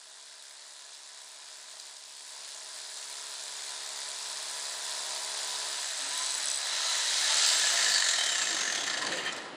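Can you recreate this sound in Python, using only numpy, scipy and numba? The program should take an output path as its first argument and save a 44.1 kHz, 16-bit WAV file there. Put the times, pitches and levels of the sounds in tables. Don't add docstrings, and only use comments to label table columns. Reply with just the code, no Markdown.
import sys
import numpy as np
from scipy import signal
from scipy.fft import rfft, irfft
from scipy.io import wavfile
from scipy.ndimage import uniform_filter1d
from numba import njit

SR = 44100
rng = np.random.default_rng(int(sys.argv[2]) if len(sys.argv) > 2 else 0)


def volts_from_decibels(level):
    exponent = np.asarray(level, float) / 20
    return 10 ** exponent


def transcribe(u):
    v = np.clip(np.atleast_2d(u).T, -1, 1)
    q = np.round(v * 32767).astype(np.int16)
    wavfile.write(sys.argv[1], SR, q)


N = 421590

# t/s, level/dB, lean toward the bass/dB
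TOOL_LEVEL = [(0, -50.5, 0.5), (1.86, -47.5, 0.5), (2.08, -49.5, -1.5), (2.39, -45, 0), (2.95, -42.5, 0),
              (5.64, -35.5, 0.5), (5.88, -36.5, 0), (6.47, -34.5, 0.5), (6.57, -35.5, 1.5),
              (6.79, -32.5, -0.5), (7.03, -32, -1), (7.45, -27, -1.5), (7.77, -29.5, 1), (7.9, -31, 0),
              (8.44, -34, 0.5), (8.94, -33, 4), (9.29, -41, 6.5), (9.5, -48.5, 13.5)]


def curve(table):
    s, *columns = np.transpose(table)
    return [np.interp(np.arange(N) / SR, s, c) for c in columns]


def unit(x):
    return x / np.sqrt(np.mean(x ** 2))


def colour(x, points):
    hz, db = np.transpose(points)
    f = np.arange(N // 2 + 1) * SR / N + 1
    return irfft(rfft(x) * volts_from_decibels(np.interp(np.log(f), np.log(hz), db)), N)


def band(x, lo_hz, hi_hz):
    return signal.sosfilt(signal.butter(3, [lo_hz, hi_hz], "band", fs=SR, output="sos"), x)


def passband(x, lo_hz, hi_hz):
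    f = np.arange(N // 2 + 1) * SR / N
    return irfft(rfft(x) * ((f >= lo_hz) & (f < hi_hz)), N)


@njit
def svf(x, hz, width):
    y, b, l = np.empty(len(x)), 0., 0.
    for i in range(len(x)):
        g, k = np.tan(np.pi * hz[i] / SR), width / hz[i]
        v = (b + g * (x[i] - l)) / (1 + g * (g + k))
        b, l, y[i] = 2 * v - b, l + 2 * g * v, k * v
    return y


def walk(rate):
    k = int(SR / rate)
    held = np.repeat(rng.standard_normal(N // k + 1), k)
    return unit(uniform_filter1d(uniform_filter1d(held, k), k)[:N])


def hump(s, length):
    return np.cos(np.pi * np.clip((np.arange(N) / SR - s) / length, -.5, .5)) ** 2


def struck(hits, modes, push_s, vary_db):
    out, t = np.zeros(N + 4096), np.arange(4096) / SR
    hz, t60, mode_db = np.transpose(modes)[:, :, None]
    for s, db in hits:
        size, detune, phase = rng.standard_normal((3, len(modes), 1))
        size[0] = 0
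        decay = volts_from_decibels(db + mode_db + vary_db * size) * 1000. ** (-t / t60)
        rings = decay * np.sin(2 * np.pi * (hz * (1 + .007 * detune) * t + phase))
        out[int(s * SR):int(s * SR) + 4096] += rings.sum(axis=0) * (1 - np.exp(-t / push_s))
    return out[:N]


def shop():
    # t/s, level/dB
    shop_level = [(0, -89), (2.21, -82), (3.72, -81), (5.7, -77), (7.5, -68), (7.75, -64), (8.33, -61),
                  (8.42, -56), (9.0, -52), (9.56, -53.5)]
    # f/Hz, level/dB per Hz
    shop_tone = [(12, -74), (20, -60), (114, -12), (200, -5), (320, -1), (428, -2.5), (514, -0.5),
                 (1370, -9), (1780, -20), (2140, -15), (3180, -10), (11000, -55), (14300, -83),
                 (22000, -120)]
    # t/s, lift/dB, length/s
    bumps = [(6.11, 4, .1), (6.968, 6, .15), (7.633, 5, 0.11), (7.828, 6, .2), (8.552, 2, 0.05),
             (9.1, 4, 0.12), (9.19, 5, 0.37), (9.36, 2, 0.18)]
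    flutter_db = .9 * walk(9)
    rumble = unit(colour(rng.standard_normal(N), shop_tone))
    drone = unit(band(rng.standard_normal(N), 18, 66))
    level_db = curve(shop_level)[0] + sum(db * hump(s, length) for s, db, length in bumps)
    return volts_from_decibels(level_db + 6.0 + flutter_db) * rumble + volts_from_decibels(0.53 * level_db - 58) * drone


def room(x):
    level_db, low_t60_s, treble_t60_s = -9, 0.98, 0.6
    t, angle = np.arange(SR) / SR, 4.55 * walk(6)
    out = 0
    for share in (np.cos(angle), np.sin(angle)):
        low = band(rng.standard_normal(SR), 154, 4100) * 1000. ** (-t / low_t60_s)
        high = band(rng.standard_normal(SR), 4900, 11300) * 1000. ** (-t / treble_t60_s)
        tail = (low + high) * (t > .006)
        out = out + signal.fftconvolve(x * share, tail / np.sqrt(np.sum(tail ** 2)))[:N]
    return volts_from_decibels(level_db) * out


def glides():
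    # t/s, length/s, start f/Hz, end f/Hz, peak level/dB
    slides = [(6.22, .6, 930, 1110, -51), (7.05, .45, 990, 900, -56), (6.9, .9, 670, 570, -59),
              (6.85, .4, 1320, 1370, -53), (7.31, .14, 880, 890, -46), (7.3, .2, 1120, 1140, -52),
              (7.15, .7, 4080, 3800, -45), (6.3, 1.2, 3830, 4170, -47), (6.89, .2, 6750, 6450, -43),
              (7.4, .3, 1380, 1350, -46), (6.2, .2, 1300, 1310, -52), (7.9, .12, 190, 175, -62),
              (9.155, .13, 560, 470, -45), (9.275, .1, 3180, 3100, -38), (9.278, .07, 1790, 1810, -37),
              (7.65, .07, 1720, 1700, -37)]
    out = np.zeros(N)
    for s, length, from_hz, to_hz, db in slides:
        on = slice(int((s - length / 2) * SR), int((s + length / 2) * SR))
        centre = np.linspace(from_hz, to_hz, on.stop - on.start)
        width_hz = .02 * to_hz
        grit = rng.standard_normal(len(centre))
        tone = svf(svf(grit, centre, width_hz), centre, 2 * width_hz)
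        out[on] += volts_from_decibels(db) * hump(s, length)[on] * unit(tone)
    return out


def swells(gate):
    # t/s, centre f/Hz, width/Hz, peak level/dB, length/s
    singing = [(6.11, 274, 18, -67, 0.44), (6.42, 256, 26, -68, 0.49), (6.898, 990, 99, -50, 0.6),
               (7.1, 3980, 350, -40, 1.9), (7.452, 4440, 756, -33, 0.41), (7.505, 7500, 890, -33.5, 0.64),
               (7.73, 6100, 300, -44, 0.35), (7.902, 4550, 540, -33, 0.43), (8.05, 4200, 400, -38, .4),
               (8.04, 3890, 160, -40, 1.2), (7.97, 7270, 1300, -35, 0.97), (8.8, 3350, 150, -44, .2),
               (8.21, 3110, 98, -37.5, 0.16), (8.416, 7340, 500, -37.5, 0.57), (8.65, 6320, 550, -39, 0.78),
               (8.545, 334, 27, -47.5, 0.11), (9.118, 330, 35, -45, 0.067), (9.21, 504, 33, -44, 0.05),
               (9.05, 300, 40, -48, 0.058), (8.94, 720, 35, -53, .07), (8.98, 730, 46, -48, 0.04),
               (10, 710, 54, -45, .16), (9.04, 1006, 51, -46, 0.13), (8.94, 1120, 60, -46, .06),
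               (9.193, 2840, 150, -44, 0.064), (9.0, 7200, 378, -54, 0.87), (9.27, 3100, 210, -46, 0.1),
               (9.28, 1850, 170, -41, 0.11), (7.298, 2200, 410, -46, 0.53), (9.27, 2460, 530, -47, 0.18),
               (9.55, 315, 44.8, -46.5, 0.088)]
    out = np.zeros(N)
    for s, hz, width_hz, db, length in singing:
        on = slice(int((s - length / 2) * SR), min(N, int((s + length / 2) * SR)))
        centre = (hz * (1 + 0.0088 * walk(5)))[on]
        grit = (rng.standard_normal(N) * gate)[on]
        envelope = (volts_from_decibels(db + 1.7 * walk(15)) * hump(s, length))[on]
        out[on] += envelope * unit(svf(svf(grit, centre, 1. * width_hz), centre, 2. * width_hz))
    return out


def ticks():
    # t/s, peak level/dB
    chip_hits = [(0.0363, -30), (0.4354, -28), (0.6794, -35), (0.7921, -35), (1.799, -18), (1.9106, -38),
                 (1.9669, -21), (2.037, -26), (2.1919, -38), (2.3471, -36), (2.5027, -35), (2.8135, -36),
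                 (3.153, -22), (3.4371, -34), (4.2253, -15)]
    # t/s, peak level/dB
    slack_hits = [(8.3518, -29), (8.3853, -34), (8.4172, -33), (8.5464, -9), (8.6297, -30), (8.724, -11),
                  (8.7524, -31), (8.7769, -17), (8.837, -16), (8.878, -22), (8.9011, -22), (8.9764, -20),
                  (9.003, -22), (9.049, -14), (9.0672, -10.5), (9.1094, -16), (9.122, -26), (9.1584, -17),
                  (9.1715, -13), (9.184, -20), (9.236, -24), (9.324, -15), (9.329, -16), (9.364, -21),
                  (9.382, -28),
                  (7.37, -19), (7.4094, -17), (7.518, -14), (7.635, -15), (7.694, -18), (7.7408, -16),
                 (7.7574, -13), (7.8084, -23), (7.826, -15), (7.8434, -18), (7.8624, -14), (7.9184, -14),
                 (7.936, -26), (7.9578, -18), (7.9784, -18), (8.0004, -18), (8.0202, -13), (8.0431, -18),
                 (8.0641, -19), (8.087, -21), (8.11, -16), (8.1594, -20), (8.1844, -23), (8.21, -17),
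                 (8.2367, -18), (8.2944, -23), (8.3244, -23), (8.387, -19), (8.4185, -18), (8.455, -20),
                 (8.5066, -12), (8.5694, -16), (8.6984, -18), (8.8094, -29), (8.9296, -20), (9.0194, -31)]
    out, t = np.zeros(N + 1024), np.arange(1024) / SR
    for s, db in chip_hits + slack_hits:
        crack = volts_from_decibels(db - 12.0) * rng.standard_normal(1024) * np.exp(-t / 0.0034)
        out[int(s * SR):int(s * SR) + 1024] += crack
    return band(out[:N], 3400, 8360)


def knocks():
    # t/s, peak level/dB
    knock_hits = [(7.7558, -25), (7.7724, -28), (7.7889, -22), (7.8106, -28), (7.826, -29), (7.8434, -23),
                  (7.863, -20), (7.879, -22), (7.8975, -23), (7.9174, -32), (7.9389, -26), (7.9591, -18.5),
                  (7.98, -18), (7.9998, -29), (8.0227, -18), (8.0436, -34), (8.0647, -24), (8.0897, -24),
                  (8.113, -26), (8.1354, -23), (8.16, -28), (8.1844, -33), (8.2091, -23), (8.236, -28),
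                  (8.2647, -25), (8.295, -24.5), (8.3194, -33), (8.3554, -25), (8.3864, -35), (8.4214, -34),
                  (8.4705, -26), (8.4891, -22.5), (8.5086, -29), (8.528, -25), (8.5476, -34), (8.5666, -26),
                  (8.6088, -33), (8.6312, -33), (8.6524, -31), (8.677, -26), (8.6993, -25), (8.7257, -24.5),
                  (8.748, -29), (8.7839, -30), (8.8103, -33), (8.8396, -25), (8.8774, -22), (8.9035, -28),
                  (8.9311, -34), (8.9422, -26), (8.9756, -30), (9.0225, -22), (9.0495, -27), (9.0695, -25),
                  (9.1233, -25.5), (9.183, -28), (9.2371, -32), (9.2602, -34), (9.2735, -27), (9.3876, -33)]
    # f/Hz, t60/s, level/dB
    casing = [(1744, 0.036, -5), (1832, 0.029, -3), (1047, 0.034, -19), (2300, .02, -19), (3040, 0.019, -6),
              (3760, .025, -7.5), (3930, 0.016, -16), (4620, 0.023, -6.5), (6470, .02, -13),
              (7160, 0.018, -14)]
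    return volts_from_decibels(0.5) * struck(knock_hits, casing, push_s=0.00084, vary_db=2.0)


def whine(hz):
    # f/Hz, reach above/Hz, reach below/Hz, level/dB
    outlets = [(4600, 150, 150, 15), (3130, 150, 420, 23), (2600, 120, 90, 16), (2010, 120, 120, 13),
               (1790, 70, 70, 15)]
    hz = 87 * hz
    level_db = curve(TOOL_LEVEL)[0] - 23
    for f, above, below, db in outlets:
        reach = np.where(hz > f, above, below)
        level_db = level_db + db * np.exp(-((hz - f) / reach) ** 2)
    flutter_db, wobble = 1.5 * walk(30), .2 * walk(50)
    return volts_from_decibels(level_db + flutter_db) * np.sin(2 * np.pi * np.cumsum(hz) / SR + wobble)


def bit():
    # t/s, level/dB
    ring_level = [
        (5.78, -36),
        (6.12, -32),
    ]
    # t/s, peak level/dB
    later_blows = [(6.1335, -28.5), (6.1484, -29), (6.1769, -26), (6.1904, -25), (6.2044, -32), (6.2195, -24),
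                   (6.2336, -25), (6.2464, -31), (6.2615, -23), (6.2754, -29), (6.2901, -28), (6.3061, -25),
                   (6.3204, -28), (6.3344, -27), (6.35, -22), (6.3634, -33), (6.38, -21), (6.3954, -35),
                   (6.4128, -32), (6.43, -26.5), (6.4562, -24), (6.471, -23), (6.4842, -22), (6.4996, -22),
                   (6.514, -21), (6.5291, -26), (6.544, -21), (6.558, -23), (6.573, -23.5)]
    # f/Hz, t60/s, level/dB
    shank = [(7980, 0.011, 3.5), (8350, 0.008, -4), (9200, .005, -12), (9860, 0.0066, -9.5),
             (6020, 0.01, -7.5), (3970, 0.012, -14)]
    first_s, blow_hz, blows, scatter_db = 5.7813, 68.25, 24, 4
    times = first_s + np.arange(blows) / blow_hz
    peak_db = np.interp(times, *np.transpose(ring_level)) + scatter_db * rng.standard_normal(blows)
    return volts_from_decibels(2.5) * struck([*zip(times, peak_db), *later_blows], shank, push_s=0.00087, vary_db=7)


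def slab(turns):
    # multiple, level/dB
    thump = [(1, -40), (2, -26), (3, -17), (4, -21), (5, -10.5), (6, -5.5), (7, -9.5), (8, -10.5), (9, -3),
             (10, -4.5), (11, -8), (12, -6), (13, -3.5), (14, 0.5), (15, -8), (16, -10), (17, -16),
             (18, -14)]
    # t/s, thump against the tool/dB
    grip = [(0, -17.5), (2.9, -18), (3.5, -16.5), (5.7, -15), (5.9, -25.5), (6.2, -20), (6.6, -32),
            (6.9, -69), (9.56, -60)]
    # t/s, tilt/dB per multiple above the sixth
    bite = [
        (0, -.3),
        (3, -.25),
        (4.2, 0),
        (5.3, .3),
    ]
    tilt_db = curve(bite)[0]
    lines = 0
    for k, db in thump:
        level_db = db + max(k - 6, 0) * tilt_db + .9 * walk(3)
        phase = .15 * walk(8) + .06 * k * k
        lines = lines + volts_from_decibels(level_db) * np.cos(2 * np.pi * k * turns + phase)
    return volts_from_decibels(curve(grip)[0] + curve(TOOL_LEVEL)[0]) * unit(lines)


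def strokes(turns):
    # first stroke t/s, strokes per s, loss per s, strokes
    coast = [
        (7.74, 60, 46, 31),
        (8.4517, 56, 60, 25),
    ]
    last_s = [9.176, 9.25, 9.324, 9.363, 9.4125]
    # t/s, level/dB
    accents = [(7.823, 4.5), (7.845, 5), (7.863, -2), (7.9, -2), (7.92, -5), (7.96, -2), (7.98, -2),
               (8.02, -5.5), (8.088, 2), (8.21, -0.5), (8.608, 3.5), (8.78, -1), (8.84, -3), (8.875, 0.5),
               (8.9, 0), (8.935, -2.5), (8.975, -0.5), (9.02, -0.5), (9.0675, 1), (9.121, 3), (9.18, 1),
               (9.25, 5), (9.324, -3), (9.363, 3.5), (9.4125, -1)]
    runs = []
    for s0, rate, loss, n in coast:
        runs.append(s0 + (rate - np.sqrt(rate ** 2 - 2 * loss * np.arange(n))) / loss)
    s = np.concatenate(runs + [last_s])
    first, t = int(s[0] * SR), np.arange(N) / SR
    count = 2 * turns
    start = 2 * np.ceil(count[first] / 2) + 1
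    count = count + start - count[first]
    count[first:] = start + np.interp(t[first:], np.append(s, N / SR), np.arange(len(s) + 1))
    size_db = 1.5 * rng.standard_normal(N // 200)
    for when, db in accents:
        size_db[int(start) + np.argmin(abs(s - when))] = db
    slow = np.where(t > coast[1][0], 2 - 0.15, 2 * (t > s[0]))
    return count, size_db, slow


def burst(count, size_db, back_db, length, slow):
    k = count.astype(int)
    x = (count - k) / length
    onset = np.where(slow % 2 > 0, 0.22, 0.34)
    return unit(volts_from_decibels(size_db[k] + back_db * (k % 2) * (2 - slow)) * (x + onset) * np.exp(-2 * x))


def body(x, points, modes, modes_db, sway):
    rings = 0
    for (hz, width, db), shift in zip(modes, sway):
        rings = rings + volts_from_decibels(db) * svf(x, hz * shift, 1. * width)
    return unit(colour(x, points)) + volts_from_decibels(modes_db) * unit(rings)


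def rattle(turns, load, depth, count, size_db, slow):
    # low f/Hz, high f/Hz, return stroke/dB, burst length/strokes,
    # rotor throb/0-1, chips/dB, extra throb under load
    parts = [
        (250, 1330, -8, 0.52, 0.6, 1, 0),
        (1373, 2142, -18, 0.6, 0.1, 2, 0.25),
        (2424, 5350, -1, 0.4, 0.2, 1.5, 0.22),
        (5500, 7450, -16, 0.6, 0, 2.5, 0.1),
        (7450, 11000, -14, 0.4, 0, 1.6, 0.25),
    ]
    # level under load/dB, extra level running free/dB, share of the lean
    shares = [
        (-10, -1, 0.72),
        (-13, 8, 0.33),
        (-0.5, 0.74, -0.23),
        (-4.5, -0.5, -0.95),
        (-1.5, -6.5, -0.85),
    ]
    # f/Hz, level/dB per Hz
    loaded_tone = [(180, -52), (300, -32), (420, -25), (540, -22), (600, -16), (760, -13.5), (880, -8),
                   (990, -8.5), (1180, -10), (1670, -5), (2600, -8.5), (3150, -10.5), (3350, -1), (5200, 1),
                   (6000, -0.5), (8200, 4), (11000, -6)]
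    # f/Hz, level/dB per Hz
    free_tone = [(120, -43), (250, -29), (460, -19.5), (700, -9.5), (1200, -27), (1770, -4.5), (2300, -6.5),
                 (3000, 1), (3900, -0.5), (4700, 0.5), (5500, 3.5), (6400, 1.5), (7500, 4), (11000, -12)]
    # f/Hz, width/Hz, level/dB
    loaded_modes = [(632, 45, 1), (995, 70, 1), (1695, 21, -7), (2343, 120, 1), (3930, 320, -8),
                    (4000, 160, -17), (4930, 350, -3), (6960, 56, 14), (8090, 80, 12), (10150, 720, 3)]
    # f/Hz, width/Hz, level/dB
    free_modes = [(700, 51, -15), (1066, 68, -6), (1317, 136, 1), (1727, 47, -3.5), (2500, 89, -3),
                  (3100, 130, -11), (3880, 180, 3.5), (4270, 230, 0.5), (6240, 52, 6), (6380, 260, 11),
                  (6810, 62, -61), (7300, 67, -16), (7500, 73, 2)]
    out, (tool_db, lean_db) = 0, curve(TOOL_LEVEL)
    sway = [1 + .006 * walk(4.7) for _ in free_modes]
    rotor_wave = np.sin(2 * np.pi * 5 * turns)
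    for (db, free_db, share), part in zip(shares, parts):
        lo, hi, back_db, length, rotor, chips_db, extra = part
        grit = rng.standard_normal(N) * volts_from_decibels(chips_db * walk(900) + 0.35 * walk(25))
        throb = np.clip(depth + extra * load ** 2, 0, 1)
        gate = (1 - throb) + throb * burst(count, size_db, back_db, length, slow)
        drive = grit * gate * (1 + rotor * rotor_wave)
        loaded = body(drive, loaded_tone, loaded_modes, modes_db=-11.5, sway=np.sqrt(sway))
        free = body(drive, free_tone, free_modes, modes_db=-8.5, sway=sway)
        mix = load * unit(band(loaded, lo, hi)) + (1 - load) * unit(band(free, lo, hi))
        out = out + volts_from_decibels(tool_db + db + free_db * (1 - load) + share * lean_db - 2.5) * mix
    return out


def scene():
    # t/s, turns per s, load on the bit/0-1, depth of the stroke throb/0-1
    crank = [(0, 70.6, 0.75, 0.27), (2, 70.7, 0.74, 0.25), (5.6, 70.75, 0.77, 0.18),
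             (6.0, 67.5, 0.44, 0.33), (6.2, 69.5, 0.51, 0.1), (6.5, 68, 0.78, 0.38), (6.7, 75, 0.31, 0.18),
             (7.0, 73.5, 0.36, 0.07), (7.5, 76, 0.32, 0.35), (7.75, 61.5, 0.23, 0.12),
             (8.0, 49.3, 0.23, 0.6), (8.25, 37.4, 0.18, 0.5), (8.45, 29.5, 0.1, 0.5), (8.7, 21, 0.17, 0.65),
             (9.0, 11, 0.15, 0.8), (9.2, 6.1, 0.02, 0.38), (9.27, 4.4, 0, 0.6), (9.56, 1, 1, 0.24)]
    hz, load, depth = curve(crank)
    load, depth = np.clip(load, 0, 1), np.clip(depth, 0, 1)
    turns = np.cumsum(hz) / SR
    count, size_db, slow = strokes(turns)
    gate = 1 - depth + depth * burst(count, size_db, -18.0, 0.97, slow)
    tool = rattle(turns, load, depth, count, size_db, slow)
    tool = tool + bit() + whine(hz) + ticks() + swells(gate) + knocks()
    heard = tool + room(tool) + glides()
    cancel = np.interp(np.arange(N) / SR, [8.5, 9.0, 9.27, 9.32], [0.04, 0.42, 0.92, 0.18])
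    heard = heard - cancel * svf(heard, np.full(N, 5450.), 970.0)
    return (heard + slab(turns) + shop())[None]


def roll_off(x):
    return signal.sosfilt(signal.butter(12, 15600, fs=SR, output="sos"), x)


def record(dry):
    # low f/Hz, high f/Hz
    air_bands = [(12620, 12860), (12860, 13700), (13700, 14450), (14450, 15120)]
    # level/dB, open above this treble level/dB
    air_levels = [(-25, -42), (-16, -67.5), (-14, -61.5), (-15, -48)]
    air_doubt = [30, 3.5, 1.3, .8]
    # f/Hz, level/dB
    air_tilt = [(12500, -8), (12900, -6), (13300, 2), (14000, 1), (14450, -12), (15150, 6)]
    cut_hz, shift_hz, frame = 11040, 4300, 1024
    treble = passband(dry[0], 12500 - shift_hz, cut_hz)
    power = uniform_filter1d(passband(treble, 9600, cut_hz) ** 2, size=frame)[::frame]
    frame_db = 10 * np.log10(power + 1e-12)
    carrier = np.cos(2 * np.pi * shift_hz * np.arange(N) / SR)
    lifted = colour(2 * treble * carrier, air_tilt)
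    lifted = lifted * volts_from_decibels(1.7 * (walk(35) + walk(80)) - 0.5)
    out = passband(dry[0], 0, cut_hz)
    for (lo, hi), (db, open_db), doubt_db in zip(air_bands, air_levels, air_doubt):
        is_open = frame_db + doubt_db * rng.standard_normal(len(frame_db)) > open_db
        on = uniform_filter1d(np.repeat(1. * is_open, frame)[:N], size=frame // 2)
        out = out + volts_from_decibels(db) * on * passband(lifted, lo, hi)
    return roll_off(out[None])


dry = scene()
out = record(dry)
transcribe(out)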